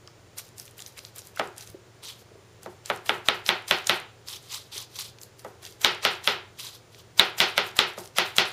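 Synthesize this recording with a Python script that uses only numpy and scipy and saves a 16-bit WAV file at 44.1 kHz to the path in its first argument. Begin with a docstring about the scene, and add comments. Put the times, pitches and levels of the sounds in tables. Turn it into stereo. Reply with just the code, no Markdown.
"""A small hard kitchen, miked close in stereo: a silicone brush is loaded in a plastic bowl and slapped over
raw chops on a sheet-metal tray. Each slap is a pressure pulse with a ringing crack, near echoes and room tail.
Wet bristles hiss and crackle as crowds of tiny ringing film ruptures, and smack as short rings with noise.
The bowl knocks dully in a few damped cycles; below lie a fridge's two wavering hum tones, rumble and hiss."""
import sys
import numpy as np
from scipy import signal
from scipy.fft import rfft, irfft, next_fast_len
from scipy.io import wavfile

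SR = 44100
rng = np.random.default_rng(int(sys.argv[2]) if len(sys.argv) > 2 else 0)


def put_to_file(sound):
    """Save the sound as 16-bit audio at rate SR, in the file named by the first command-line argument."""
    columns = np.atleast_2d(sound).T  # one column per channel
    safe = np.clip(columns, -1, 1)
    whole_steps = np.round(safe * 32767)
    wavfile.write(sys.argv[1], SR, whole_steps.astype(np.int16))


N = 375803   # length in samples

# Flat slaps of the brush head. Each row: start in seconds, level in dB, contact in ms,
# relative ring level in dB, relative send to the room in dB.
SLAPS = [(1.3967, -7, 0.7, 2, -5.5), (2.6611, -21, 1.22, -4, 0), (2.9009, -7.5, 0.57, 0.5, -6.5),
         (3.0941, -9.5, 0.42, 12, -2.5), (3.2864, -3.2, 0.27, -2, -9.5), (3.4909, -3.5, 0.24, -1.5, -8),
         (3.711, -1.3, 0.19, -2.5, -10.5), (3.8957, -1.5, 0.21, -9, -9.5), (5.4485, -21.5, 1.12, -17, 0.5),
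         (5.847, 0, 0.13, -7.5, -10.5), (6.0511, 1, 0.17, -10.5, -12), (6.2755, -2, 0.17, -3.5, -10),
         (7.1957, -3.5, 0.19, -1, -5.5), (7.4033, 2, 0.11, -6.5, -11), (7.579, -0.6, 0.2, -9, -11.5),
         (7.7903, 1.5, 0.14, -6.5, -12), (7.9781, -23, 1.18, -4, 4), (8.1849, 0.5, 0.16, -11.5, -12),
         (8.3836, 0.8, 0.12, -4.5, -10.5)]
# Dabs that land, press and peel off again. Each row: start in seconds, landing level in dB, pressed time
# in seconds, delay to the peel in seconds, peel level in dB, low part of the landing in dB against its level.
DABS = [(0.377, -38.5, 0.017, 0.076, -53.5, -1.5), (0.58, -43.5, 0.037, 0.084, -50.5, -7),
        (0.78, -44.5, 0.035, 0.091, -48.5, -4), (0.976, -43, 0.01, 0.075, -50, 2),
        (1.16, -44.5, 0.036, 0.1, -49, -3.5), (1.363, -54.5, 0.019, 0.079, -51.5, 10),
        (1.575, -48, 0.056, .105, -49, 2), (2.632, -49.5, .01, 0.081, -60, 4),
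        (2.855, -45.5, 0.037, 0.084, -51, 1), (3.063, -38, 0.024, 0.079, -48, -1),
        (3.26, -42.5, 0.016, 0.088, -48, 1), (3.462, -35.5, 0.021, 0.083, -50.5, 1.5),
        (3.682, -36, 0.029, 0.085, -44, -1), (3.87, -34.5, 0.024, 0.074, -43, 1),
        (5.214, -41, 0.02, 0.048, -64, -17.5), (5.395, -46.5, 0.0079, 0.083, -56, -6),
        (5.631, -44, .04, 0.076, -52.5, 2), (5.817, -36.5, 0.038, 0.095, -47.5, 0),
        (6.032, -41.5, 0.022, .085, -46, 11.5), (6.242, -40, 0.043, 0.07, -45.5, 0),
        (7.179, -38.5, .025, 0.075, -45.5, 2.5), (7.384, -31, 0.021, 0.099, -45, 0),
        (7.565, -49.5, 0.018, 0.098, -45, 16.5), (7.765, -42.5, 0.037, 0.12, -48, 4.5),
        (7.983, -43.5, 0.021, 0.057, -48, -7), (8.17, -35.5, .02, 0.095, -44.5, 7),
        (8.364, -36, 0.017, 0.11, -43, 2)]


def slaps():
    """One pressure pulse per slap, wide when soft; heard directly, off near surfaces and through the room."""
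    body, crack, push = np.zeros((3, 2, N))
    pan_db = 1.6
    # each slap lands elsewhere, so part of the room answer is new
    spot = rng.uniform(-1.17, 1.105, (len(SLAPS), 3))
    for (s, db, contact_ms, ring_db, room_db), shift in zip(SLAPS, spot):
        phase = 7 * np.arange(700) / SR / (contact_ms / 1000)
        pulse = phase ** 2 * np.exp(2 - phase) / 4
        thump = filtered(np.roll(pulse, 6) - 0.13 * pulse, hz=397, kind="high")
        pocket = air_pocket(shift[1], shift[2])
        ring = filtered(np.convolve(pulse, pocket)[:700] / pulse.sum(), hz=600, kind="high")
        # the sharp edge: one pitch left, another right, duller when contact is long
        edge = np.array([burst(hz, t60=0.0015, size=700) for hz in (10000, 11800)])
        edge = amp(-7.5 - 20.0 * contact_ms) * edge
        add(body, s, amp(db) * panned(thump, pan_db))
        add(crack, s, amp(db) * panned(edge - amp(ring_db + 3) * ring, pan_db))
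        direction = [np.cos(shift[0]), np.sin(shift[0])]   # shares sent to two room answers
        add(push, s, amp(db + room_db + 24.0) * np.outer(direction, pulse / pulse.sum()))
    body = filtered(body, hz=5000, kind="low")
    near = near_echoes(body, crack)
    return filtered(body + crack + near, hz=260, kind="high"), push


def air_pocket(pitch_shift, level_shift):
    """Air trapped under the brush head rings at three damped pitches, varying from slap to slap."""
    crack_hz, crack_t60_s = 3400, 0.0055
    ring = burst(crack_hz * (1 + 0.022 * pitch_shift), crack_t60_s, size=400)
    ring = ring + amp(1 + 15.0 * level_shift) * burst(1.125 * crack_hz, crack_t60_s, size=400)
    return ring + amp(-5.0) * burst(5100, t60=0.003, size=400)


def near_echoes(body, crack):
    """Tray, worktop and tiles return each slap within milliseconds, with slightly new delays and levels."""
    # Reflections off tray, worktop and tiles. 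Each row: nominal delay in seconds, nominal gain as a factor.
    reflections = [(.0011, -0.13), (.00142, 0.88), (.0026, -0.43), (.0035, 0.06), (.0039, -0.53),
                   (.0052, -0.09), (.0063, -0.38), (.007, .4), (0.012, -0.4), (0.0095, 0.27),
                   (0.0159, 0.49)]
    delay_spread, level_spread_db = 0.1216, 4   # share of the delay; dB
    near = np.zeros((2, N))
    # the crack is beamed forward, so little of it echoes
    source = filtered(body, hz=2300, kind="low") + amp(-14.0) * filtered(crack, hz=5000, kind="low")
    for s, *_ in SLAPS:
        start = round(s * SR)
        sound = source[:, start:start + 1000]
        variations = rng.uniform(-1, 1, (len(reflections), 2))
        for (lag_s, gain), (late, loud) in zip(reflections, variations):
            echo = gain * amp(level_spread_db * loud) * sound
            add(near, s + lag_s * (1 + delay_spread * late), echo)
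    return near


def drag():
    """Sticky crackle of the paste as the bristles land, squirt it out in a slap and peel off."""
    # Spectrum of the crackle. Each row: frequency in Hz, relative density in dB per Hz.
    colour = [(710, 27.5), (1200, -5), (1570, -3), (2590, -3), (3500, -1.5), (5000, -3), (6870, -4.5),
              (8170, -6), (14200, -8), (15300, -12), (16000, -26)]
    land_rise_s, land_fall_s = 0.015, 0.027   # time for 20 dB
    s, db, pressed_s, after_s, peel_db, low_db = np.transpose(DABS)
    slap_s, slap_db = np.transpose(SLAPS)[:2]
    land_high = strokes(s, db, land_rise_s, pressed_s, land_fall_s)
    land_low = strokes(s, db + low_db, land_rise_s, pressed_s, land_fall_s)
    peel = strokes(s + after_s, peel_db, rise_s=0.07, hold_s=0.013, fall_s=0.063)
    splash = strokes(slap_s, slap_db - 31.5, rise_s=0.006, hold_s=0, fall_s=0.0057)
    crackle = grains(per_s=5000., spread_db=-1.0, cycles=10.6, low_hz=1220, high_hz=15900, patchy_db=1.5)
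    low, high = split(tint(crackle, colour), hz=6500)
    high_gain = land_high + peel + splash
    low_gain = land_low + amp(-4.5) * peel + amp(11) * splash
    return high * high_gain + low * low_gain


def smacks():
    """Each smack is a click ringing briefly with a spray of noise around its pitch; small ones crowd every peel."""
    # Louder wet smacks of bristle tips landing or peeling off.
    # Each row: start in seconds, relative level in dB, pitch in Hz.
    loud = [(0.0748, -32, 4800), (0.384, -19, 8550), (0.582, -30.5, 7900), (0.598, -23.5, 7900),
            (0.6623, -40, 8700), (0.6791, -36.5, 3550), (0.7809, -37, 12000), (0.7928, -32.5, 3020),
            (0.8035, -30, 6500), (0.8213, -24.5, 6340), (0.8627, -29, 6000), (0.8797, -39, 11000),
            (0.9907, -26, 5000), (1.05, -26, 5600), (1.1603, -31.5, 10600), (1.1828, -28, 9400),
            (1.191, -29, 8200), (1.2712, -32.5, 10100), (1.361, -35, 11200), (1.5806, -26.5, 9300),
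            (1.609, -29, 6760), (1.6466, -44, 9000), (1.674, -32, 6640), (1.701, -38, 11200),
            (2.104, -43, 6500), (2.632, -33, 10500), (2.859, -23.5, 7300), (2.9608, -32, 8560),
            (3.4634, -15, 4930), (3.6816, -21.5, 7340), (3.8708, -11, 6900), (3.961, -36, 8100),
            (4.285, -19.5, 5360), (4.5433, -20, 4900), (4.78, -20.5, 5600), (4.966, -37, 5600),
            (5.009, -24, 6400), (5.186, -34, 4560), (5.215, -32, 6500), (5.233, -28.5, 7900),
            (5.394, -34, 7400), (5.652, -28, 5240), (5.6642, -30, 4700), (5.8163, -27, 7000),
            (6.243, -26, 6350), (6.597, -22.5, 5650), (6.9466, -35, 4220), (7.1806, -28, 9200),
            (7.6784, -39, 5400), (7.7673, -25, 10300), (7.9854, -27, 6060), (8.0053, -36, 8800),
            (8.0573, -30, 7000), (8.075, -34.5, 7200), (8.1666, -29, 7300), (8.2617, -31, 5900),
            (8.3663, -17, 8900)]
    small = []
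    for s, _, _, after_s, peel_db, _ in DABS:
        for _ in range(3):
            start_s = s + after_s + 0.046 * rng.standard_normal()
            small.append((start_s, peel_db + 6.5 + rng.normal(0, 4.0), rng.uniform(4900, 10000)))
    out, t = np.zeros((2, N)), np.arange(1500) / SR
    onset = 1 - np.exp(-t / 0.0002)
    noise_fade = amp(-60 * t / 0.0088)
    for s, db, hz in loud + small:
        noise = rng.standard_normal((2, 1500))
        pan_db = rng.normal(-2, 4)
        # part of the left noise is shared by both sides
        spray = filtered(noise[0] + 0.5 * noise, [0.5 * hz, min(1.26 * hz, 16000)], kind="band")
        smack = (1.9 * burst(hz, t60=10.0 / hz) + 1.13 * spray * noise_fade) * onset
        add(out, min(s, N / SR), amp(db) * panned(smack, pan_db))
    return out


def sweep():
    """Dense slips of bristles pushed round the bowl wall, nearly a hiss, cut short where the brush lifts."""
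    # Pushes round the bowl. Each row: start in seconds, level in dB, rise in seconds per 20 dB,
    # hold in seconds, fall in seconds per 20 dB, treble in dB against the level.
    pushes = [(2.032, -38.5, 0.0089, 0.057, 0.085, 0.5), (2.216, -49, 0.032, .01, 0.026, 12),
              (4.278, -39, 0.018, 0.092, 0.088, 1.5), (4.532, -32.5, 0.046, 0.013, 0.089, 2),
              (4.724, -38.5, 0.01, 0.013, 0.055, 0), (4.771, -34, 0.028, 0.014, 0.13, 1.5),
              (4.958, -41.5, 0.023, 0.0087, 0.024, 4.5), (4.99, -31.5, 0.0071, 0.008, 0.098, 2),
              (6.602, -35, 0.025, .005, 0.017, 1), (6.636, -37.5, 0.031, 0.032, 0.071, 2),
              (6.769, -43, 0.075, 0.023, 0.16, 2.5), (6.985, -52, 0.041, 0.018, 0.032, 1.5)]
    # Spectrum of the slips. Each row: frequency in Hz, relative density in dB per Hz.
    colour = [(350, -54), (600, -16), (1140, -6), (1680, -15), (2150, -8.5), (2700, -7), (3400, 0),
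              (4400, -2), (5600, -5.5), (8160, -10.5), (13000, -14.5), (15400, -17), (16000, -34)]
    # Brush resting on the bowl wall. Each row: start in seconds, end in seconds.
    on_wall = [(2.0, 2.193), (4.25, 4.36), (4.43, 4.78), (4.7, 4.83), (4.92, 5.1), (6.56, 6.75),
               (6.93, 7.2)]
    lift_s = 0.04   # 20 dB are lost in this time as the bristles leave the wall
    s, db, rise_s, hold_s, fall_s, treble_db = np.transpose(pushes)
    slips = grains(per_s=8000., spread_db=0.5, cycles=8.1, low_hz=836, high_hz=14200, patchy_db=2.0)
    low, high = split(tint(slips, colour), hz=6500)
    start_s, end_s = np.transpose(on_wall)
    contact = np.minimum(strokes(start_s, 0, lift_s, end_s - start_s, lift_s), 1)
    low_gain = strokes(s, db, rise_s, hold_s, fall_s)
    high_gain = strokes(s, db + treble_db, rise_s, hold_s, fall_s)
    return contact * (low * low_gain + high * high_gain)


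def taps():
    """Soft plastic knocks, two damped rings a few cycles long, that swell for a moment."""
    # Dull taps of the bowl against hand and tray.
    # Each row: start in seconds, relative level in dB, lower pitch in Hz.
    knocks = [(0.079, -34, 1210), (1.373, -18, 1440), (1.697, -43, 108), (1.745, -31, 372),
              (2.219, -43.5, 514), (2.316, -39, 435.3), (2.354, -38, 440), (2.68, -34, 385),
              (0.985, -37, 1180), (1.185, -35, 1510), (1.215, -43, 560), (4.76, -39.5, 396),
              (6.991, -45, 3500)]
    out = np.zeros(N)
    swell = 1 - np.exp(-np.arange(4000) / SR / 0.0023)
    for s, db, hz in knocks:
        ring = burst(hz, t60=11.7 / hz, size=4000)
        ring = ring + 0.29 * burst(1.42 * hz, t60=18.0 / hz, size=4000)
        add(out, s, amp(db + 4.5) * swell * ring)
    return out


def kitchen_response():
    """Dense reflections off hard walls: noise that swells in a few ms and dies band by band."""
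    # Spectrum of the room answer. Each row: frequency in Hz, relative density in dB per Hz.
    colour = [(35, -38), (90, -22), (135, -5.5), (205, -3), (240, -9.5), (285, -10.5), (372, 4.5),
              (526, -6.5), (855, 0.5), (1150, -5), (1300, 2.5), (1520, -1), (2590, 1.5), (3300, 1.5),
              (4000, 1), (5500, -3), (8040, -14.5), (13400, -6), (15000, -29)]
    # Reverberation. Each row: frequency in Hz, time to fall 60 dB in seconds.
    decay = [(120, 0.3), (230, 0.23), (360, 0.35), (530, 0.38), (1390, 0.35), (3680, 0.34), (9700, 0.12)]
    # Stereo width of the room. Each row: frequency in Hz, left-right likeness from 0 to 1.
    likeness = [(60, 1), (180, 0.95), (550, 0.94), (1650, 0.85), (4970, 0.46), (15000, 0.08)]
    t = np.arange(SR // 2) / SR
    dying = sum(band * amp(-60 * t / at_hz(decay, hz)) for hz, band in bands(len(t), colour, likeness))
    dying = dying * (1 - np.exp(-(t / 0.0068) ** 2))
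    return dying / np.sqrt(np.sum(dying ** 2, axis=1, keepdims=True))


def background():
    """Fridge rumble with two hum tones whose phase wanders, and steady hiss."""
    # Spectrum of rumble and hiss. Each row: frequency in Hz, relative density in dB per Hz.
    colour = [(18, -57), (30, -12), (81, -4.5), (109, 4), (259, -8), (384, 2), (760, -7), (2680, -14),
              (3770, -15.5), (7470, -17), (8080, -25.5), (9710, -20), (11700, -42), (14400, -22),
              (16000, -53)]
    # Stereo width of rumble and hiss. Each row: frequency in Hz, left-right likeness from 0 to 1.
    likeness = [(60, 0.79), (180, 0.65), (550, 0.18), (1650, 0.38), (4970, 0.128), (15000, 0.04)]
    # Fridge hum. Each row: frequency in Hz, width in Hz, rms level in dB.
    hum = [(114.3, 2.43, -60.5), (92.4, 4.14, -64)]
    floor = sum(band for _, band in bands(N + N % 2, colour, likeness))
    out = amp(-53.5) * rms_one(floor)[:, :N]
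    for hz, width_hz, db in hum:
        # the phase walks at random
        wander = np.cumsum(rng.standard_normal(N)) * np.sqrt(2 * np.pi * width_hz / SR)
        out = out + amp(db) * np.sqrt(2) * np.sin(2 * np.pi * hz * np.arange(N) / SR + wander)
    return out


def grains(per_s, spread_db, cycles, low_hz, high_hz, patchy_db):
    """Tiny film ruptures of varied size at random moments; each rings a few cycles at one of 14 pitches."""
    sizes = amp(spread_db * np.minimum(rng.exponential(1, (2, N)), 5)) * rng.choice([-1, 1], (2, N))
    # bristles let go in bunches
    clumps = amp(3.0 * rms_one(filtered(rng.standard_normal(N), hz=36, kind="low")))
    mid, side = sizes * (rng.random((2, N)) < clumps * per_s / SR)
    clicks = mid + 0.67 * side * [[1], [-1]]
    dealt, out = rng.integers(0, 14, N), 0
    patch_samples = 600
    patches = rng.standard_normal((14, N // patch_samples + 1))   # each pitch comes and goes on its own
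    clicks = clicks * amp(patchy_db * patches[dealt, np.arange(N) // patch_samples])
    for k, hz in enumerate(np.geomspace(low_hz, high_hz, 14)):
        r, w = amp(-60 * hz / (cycles * SR)), 2 * np.pi * hz / SR
        resonance = [1 - r * r, 0, r * r - 1, 1, -2 * r * np.cos(w), r * r]
        # twice: a wet, soft start
        out = out + signal.sosfilt([resonance, resonance], clicks * (dealt == k) + 1e-18)
    return out


def strokes(s, db, rise_s, hold_s, fall_s):
    """Summed gain of strokes that rise, hold and fall, straight in dB; rise and fall are times for 20 dB."""
    t = np.arange(0, N + 32, 32)[:, None] / SR - s
    fade = np.maximum(-t / rise_s, 0) + np.maximum((t - hold_s) / fall_s, 0)
    return np.interp(np.arange(N) / 32, np.arange(len(t)), amp(db - 20 * fade).sum(axis=1))


def burst(hz, t60, size=1500):
    """A damped ring of height 1."""
    t = np.arange(size) / SR
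    wave = np.sin(2 * np.pi * hz * t) * amp(-60 * t / t60)
    return wave / np.abs(wave).max()


def bands(length, colour, likeness):
    """Stereo noise in overlapping half-octave-spaced bands that add up to the colour: yields Hz and the band."""
    hz = np.linspace(1, SR / 2, length // 2 + 1)
    mid, side = rfft(rng.standard_normal((2, length))) * amp(at_hz(colour, hz))
    alike = np.clip(at_hz(likeness, hz), 0, 1)
    pair = np.sqrt(1 + alike) * mid + np.sqrt(1 - alike) * side * [[1], [-1]]
    for centre in 28 * 2 ** np.arange(0, 9.6, .5):
        weight = np.clip(1 - 2 * np.abs(np.log2(hz / centre)), 0, 1)
        yield centre, irfft(pair * weight, length)


def tint(x, colour):
    """Shapes the spectrum of x by a table; rms 1."""
    hz = np.linspace(1, SR / 2, N // 2 + 1)
    return rms_one(irfft(rfft(x) * amp(at_hz(colour, hz)), N))


def at_hz(points, hz):
    """Reads a table at hz, straight between points on a log frequency axis."""
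    table = np.array(points)
    return np.interp(np.log(hz), np.log(table[:, 0]), table[:, 1])


def split(x, hz):
    """Parts of x below and above hz."""
    low = signal.sosfiltfilt(signal.butter(2, hz, fs=SR, output="sos"), x)
    return low, x - low


def filtered(x, hz, kind, order=2):
    """Butterworth filter."""
    return signal.sosfilt(signal.butter(order, hz, kind, fs=SR, output="sos"), x)


def convolve(x, response):
    """Sound x answered by a response, cut to the scene's length."""
    size = next_fast_len(N + response.shape[-1])
    return irfft(rfft(x, size) * rfft(response, size), size)[..., :N]


def panned(sound, pan_db):
    """Stereo sound, louder left by pan_db."""
    return sound * amp([[pan_db / 2], [-pan_db / 2]])


def add(out, s, sound):
    """Mixes sound into out at s seconds."""
    i = round(s * SR)
    out[..., i:i + sound.shape[-1]] += sound[..., :N - i]


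def amp(db):
    """Amplitude factor of a level in dB."""
    return 10 ** (np.asarray(db) / 20)


def rms_one(x):
    """Scales x to rms 1."""
    return x / np.sqrt(np.mean(x ** 2) + 1e-20)


def scene():
    """Slaps, brush and bowl up close, their room answer, and the fridge behind."""
    direct, push = slaps()
    brush, knocks = drag() + sweep() + smacks(), taps()
    wet = amp(1.5) * filtered(brush.mean(axis=0), hz=9000, kind="high") + amp(-16) * knocks
    room = convolve(push[0] + wet, kitchen_response()) + convolve(push[1], kitchen_response())
    return direct + brush + knocks + room + background()


def record(dry):
    """The loudest cracks overload the input, which rounds them off; the treble above 16.4 kHz is cut."""
    clipped = dry / (1 + np.abs(dry) ** 6) ** (1 / 6)
    return signal.sosfilt(signal.cheby2(12, 60, 16400, fs=SR, output="sos"), clipped)


dry = scene()
out = record(dry)
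put_to_file(out)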